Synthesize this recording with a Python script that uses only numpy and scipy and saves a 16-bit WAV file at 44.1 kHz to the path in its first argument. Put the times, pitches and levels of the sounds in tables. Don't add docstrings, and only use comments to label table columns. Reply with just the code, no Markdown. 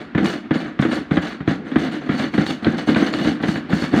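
import sys
import numpy as np
from scipy import signal
from scipy.fft import rfft, irfft, next_fast_len
from scipy.io import wavfile

SR = 44100
rng = np.random.default_rng(int(sys.argv[2]) if len(sys.argv) > 2 else 0)


def materialize(psi):
    bounded = np.clip(np.atleast_2d(psi).T, -1, 1)
    quanta = np.round(bounded * 32767).astype(np.int16)
    wavfile.write(sys.argv[1], SR, quanta)


N = 176400

# pitch_hz, level_db, t60_s
FLOOR_MODES = [(81, -11, 0.14), (115, 4.5, 0.038), (157, 5, 0.14), (186, 6.5, 0.095)]
# pitch_hz, level_db, t60_s
CABINET_MODES = [(193, -7.5, 0.033), (245.4, 2.5, 0.13), (290.1, 3.5, 0.097), (330, -3, 0.066),
                 (368, -8.5, 0.025), (423, -8.5, 0.052), (526, -7.5, 0.05), (731, -9.5, 0.06),
                 (1560, -21, 0.18)]
# frequency_hz, level_db
SHEET_SPECTRUM = [(300, -7.5), (480, 5.5), (760, 2.5), (900, -1), (1550, 4.5), (2000, 2.5), (2600, -9),
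                  (3600, -9.5), (5000, -29.5), (15000, -60)]

FLOOR_RISE_S, CABINET_RISE_S = 0.0053, 0.0029


def from_db(db):
    return 10 ** (np.asarray(db) / 20)


def unit_rms(x):
    return x / np.sqrt(np.mean(x ** 2) + 1e-20)


def unit_energy(x):
    return x / np.sqrt(np.sum(x ** 2) + 1e-20)


def seconds(length_s):
    return np.arange(int(length_s * SR)) / SR


def add(out, start_s, sound):
    i = int(max(start_s, 0) * SR)
    out[i:i + len(sound)] += sound[:max(N - i, 0)]


def coloured(x, spectrum):
    size = 2 * next_fast_len(len(x))
    hz, db = np.transpose(spectrum)
    bins_hz = np.maximum(np.arange(size // 2 + 1) * SR / size, 1)
    gain = from_db(np.interp(np.log(bins_hz), np.log(hz), db))
    cepstrum = irfft(np.log(gain))
    cepstrum[1:size // 2] *= 2
    cepstrum[size // 2 + 1:] = 0
    return irfft(rfft(x, size) * np.exp(rfft(cepstrum)))[:len(x)]


def ringing(modes, detune, spread_turns, crest_s=0, scatter_db=1):
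    t, out = seconds(.5), 0
    for hz, db, t60_s in modes:
        size, shift, phase = rng.standard_normal(3)
        turns = hz * (1 + detune * shift) * (t - crest_s) + spread_turns * phase
        envelope = from_db(db + scatter_db * size - 60 * t / t60_s)
        out = out + envelope * np.cos(2 * np.pi * turns)
    return out


def heavy_ring(modes, rise_s, spread_turns):
    swing_up = 1 - np.exp(-(seconds(.5) / rise_s) ** 2)
    return swing_up * ringing(modes, detune=0.048, spread_turns=spread_turns, crest_s=0.005053)


def dense_ring(spectrum, decay_s):
    t = seconds(.5)
    return coloured(rng.standard_normal(len(t)) * np.exp(-t / decay_s), spectrum)


def at_strike_level(sound, db, strike_s=.022):
    return from_db(db) * sound / np.sqrt(np.mean(sound[:int(strike_s * SR)] ** 2))


def contacts(per_s, scatter_db):
    hits = rng.random(N) < per_s / SR
    sizes = from_db(scatter_db * np.clip(rng.standard_normal(N), -2, 2))
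    return unit_rms(hits * sizes * rng.choice([-1, 1], N))


def struck(clicks, make_ring, count=10):
    spots = rng.integers(0, count, N)
    return sum(signal.oaconvolve(clicks * (spots == spot), unit_energy(make_ring()))[:N]
               for spot in range(count))


def bouts(rows, attack_s=0.0075, release_s=0.031):
    t, forces = np.arange(N) / SR, 0
    for start_s, length_s, *levels_db in rows:
        age_s = t - start_s
        bout = np.exp(np.minimum(age_s, 0) / attack_s - np.maximum(age_s - length_s, 0) / release_s)
        forces = np.maximum(forces, from_db(levels_db)[:, None] * bout)
    return forces


def room(x, t60_s=0.26, delay_s=0.00791, level_db=-10.5):
    t = seconds(.5)
    tail = rng.standard_normal(len(t)) * from_db(-60 * t / t60_s) * (t > delay_s)
    return from_db(level_db) * signal.fftconvolve(x, unit_energy(tail))[:N]


def rumble():
    # time_s, level_db
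    swell = [(0, -38), (2.0, -38), (4.0, -32.5)]
    # frequency_hz, level_db
    spectrum = [(40, -5), (130, -15.5), (245, 1), (330, -2), (450, -16), (950, -19), (1550, -15),
                (4200, -34), (5500, -46), (15000, -80.5)]
    level_db = np.interp(np.arange(N) / SR, *np.transpose(swell))
    return from_db(level_db) * unit_rms(coloured(rng.standard_normal(N), spectrum))


def bubbles(per_s, low_hz, high_hz, cycles, scatter_db=4.5, glide=.16):
    out = np.zeros(N)
    for when, pitch, size in rng.random((int(per_s * N / SR), 3)):
        hz = low_hz * (high_hz / low_hz) ** pitch
        turns = hz * seconds(cycles / hz)
        age = turns / cycles
        size_db = scatter_db * min(-np.log(1 - size), 2)
        envelope = from_db(size_db - 60 * age) * (1 - np.exp(-turns))
        add(out, when * N / SR, envelope * np.sin(2 * np.pi * turns * (1 + glide * age)))
    return unit_rms(out)


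def water(wall_force, parts_force, spray_force):
    # frequency_hz, level_db
    drop_spectrum = [(2500, -1), (4400, 3.5), (8800, -12.5), (11000, -20), (15500, -29)]
    gurgles = from_db(-11.5) * wall_force * bubbles(per_s=220, low_hz=173, high_hz=841, cycles=20.6)
    pings = from_db(-5) * parts_force * bubbles(per_s=970, low_hz=660, high_hz=4385, cycles=26)
    drops = contacts(per_s=450, scatter_db=4) * (spray_force + from_db(-11) * parts_force)
    spatter = struck(drops, lambda: dense_ring(drop_spectrum, decay_s=.003))
    return gurgles + pings + spatter


def clinks(force, t60_s=.075):
    # pitch_hz, relative_db
    part_rings = [(2890, 10.5), (4420, 8), (6130, -0.5), (7010, -5), (8230, -7), (8800, -9), (9900, -15.5),
                  (11700, -19.5), (13100, -22), (14300, -19), (15300, -15)]
    out = 0
    for hz, db in part_rings:
        ring = unit_energy(ringing([(hz, 0, t60_s)] * 2, detune=.005, spread_turns=0.95))
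        taps = contacts(per_s=70, scatter_db=4)
        out = out + from_db(db) * signal.oaconvolve(taps, ring)[:N]
    return from_db(-6) * force * unit_rms(out)


def rattle(wall_force, sheet_force, parts_force, sheet_t60_s=0.088, parts_t60_s=0.063):
    # frequency_hz, level_db
    parts_spectrum = [(1200, -28), (3000, 6), (4400, 4), (5200, -7), (8600, -20.5), (10500, -36),
                      (15500, -37)]
    clicks = contacts(per_s=580, scatter_db=5)
    sheets = struck(clicks * sheet_force, lambda: dense_ring(SHEET_SPECTRUM, sheet_t60_s / np.log(1000)))
    parts = struck(clicks * parts_force, lambda: dense_ring(parts_spectrum, parts_t60_s / np.log(1000)))
    walls = struck(clicks * wall_force, lambda: heavy_ring(CABINET_MODES, CABINET_RISE_S, spread_turns=1))
    floor = struck(clicks * wall_force, lambda: heavy_ring(FLOOR_MODES, FLOOR_RISE_S, spread_turns=0.94))
    return sheets + from_db(-2.5) * parts + from_db(0.5) * walls + from_db(-11) * floor


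def clacks():
    # start_s, level_db
    knocks = [(0.2576, -28.5), (2.465, -29.5), (2.507, -30.5), (2.646, -28.5), (2.784, -42), (2.947, -28.5),
              (3.1376, -27)]
    # frequency_hz, level_db
    spectrum = [(900, 12), (2300, 13.5), (4100, 11), (5300, -9.5), (15000, -61.5)]
    out = np.zeros(N)
    for start_s, level_db in knocks:
        add(out, start_s, at_strike_level(dense_ring(spectrum, decay_s=.0035), level_db))
    return out


def bangs(spread_turns=0.12):
    # start_s, thump_db, boom_db, clang_db
    blows = [(0.149, -16, -19.5, -27), (0.178, -25.5, -16.5, -23.5), (0.245, -25, -24, -28),
             (0.508, -19.5, -14, -25), (0.555, -27, -19, -30), (0.791, -15, -17.5, -26),
             (0.823, -34, -19, -24), (0.85, -28, -14.5, -26.5), (1.11, -16, -16.5, -27.5),
             (1.17, -19, -15, -22.5), (1.405, -26.5, -29, -36), (1.476, -16.5, -14, -25.5),
             (1.508, -21, -19, -45), (1.717, -36, -27.5, -35.5), (1.758, -18, -12, -22),
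             (2.091, -19, -16, -26.5), (2.338, -37, -33, -30), (2.379, -14.5, -13, -25.5),
             (2.666, -17.5, -12.5, -24.5), (2.887, -22, -15.5, -28), (2.959, -20, -17, -20.5),
             (3.023, -45, -13.5, -28), (3.248, -21.5, -21, -31), (3.401, -31, -28, -34),
             (3.434, -32, -19.5, -25), (3.483, -18, -22.5, -28), (3.557, -29, -31, -28),
             (3.727, -15, -21.5, -26), (3.82, -23.5, -18, -47), (3.934, -19.5, -15, -39)]
    out = np.zeros(N)
    for start_s, thump_db, boom_db, clang_db in blows:
        thump = at_strike_level(heavy_ring(FLOOR_MODES, FLOOR_RISE_S, spread_turns), thump_db)
        boom = at_strike_level(heavy_ring(CABINET_MODES, CABINET_RISE_S, spread_turns), boom_db)
        clang = at_strike_level(dense_ring(SHEET_SPECTRUM, decay_s=0.015), clang_db)
        add(out, start_s, clang + boom - thump)
    return out


def scene():
    # start_s, length_s, walls_db, sheets_db, parts_db
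    shakes = [(0, 0.0069, -30, -35, -45.5), (0.185, 0.079, -19, -36, -46.5), (0.25, 0.086, -25, -29, -38),
              (0.426, 0.026, -36, -45.5, -66), (0.54, 0.065, -26, -32.5, -40.5),
              (0.638, 0.042, -29.5, -35.5, -51), (0.886, 0.063, -23, -31.5, -46),
              (0.913, 0.049, -20, -27, -36), (1.119, 0.052, -21.5, -34, -42.5),
              (1.214, 0.093, -31, -31, -39), (1.483, 0.032, -30, -30.5, -39),
              (1.546, 0.17, -30.5, -54, -76), (1.657, 0.09, -31.5, -39, -51),
              (1.784, 0.08, -24.5, -32, -39.5), (1.919, 0.035, -29.5, -35, -42),
              (2.015, 0.11, -28.5, -37.5, -51.5), (2.111, 0.088, -25.5, -33, -41.5),
              (2.179, 0.057, -22.5, -27.5, -35.5), (2.335, 0.093, -22, -31, -39),
              (2.47, 0.033, -23.5, -31, -34.5), (2.63, 0.12, -22.5, -32, -44.5),
              (2.777, 0.015, -22, -28.5, -35), (2.877, 0.033, -15.5, -28, -34),
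              (2.965, 0.11, -21.5, -28, -34.5), (3.13, 0.18, -20, -30, -36),
              (3.423, 0.14, -23.5, -36, -39.5), (3.697, 0.042, -19, -31.5, -42),
              (3.771, 0.068, -28, -29, -39), (3.922, 0.086, -16, -26.5, -41)]
    # start_s, length_s, level_db
    sprays = [(0.247, 0.035, -39), (0.812, 0.012, -40.5), (0.915, 0.046, -52), (2.463, 0.039, -44.5),
              (3.19, 0.053, -61), (3.48, 0.036, -43.5), (3.728, 0.14, -45.5), (3.95, 0.07, -41.5)]
    wall_force, sheet_force, parts_force = bouts(shakes)
    spray_force, = bouts(sprays)
    machine = bangs() + clacks() + rattle(wall_force, sheet_force, parts_force)
    machine += water(wall_force, parts_force, spray_force)
    machine += clinks(parts_force + spray_force)
    return (machine + room(machine) + rumble())[None]


def record(dry, low_cut_hz=71.6, stopband_hz=16550):
    low_cut = signal.butter(3, low_cut_hz, "high", fs=SR, output="sos")
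    high_cut = signal.cheby2(16, 70, stopband_hz, fs=SR, output="sos")
    return signal.sosfilt(high_cut, signal.sosfilt(low_cut, dry))


dry = scene()
out = record(dry)
materialize(out)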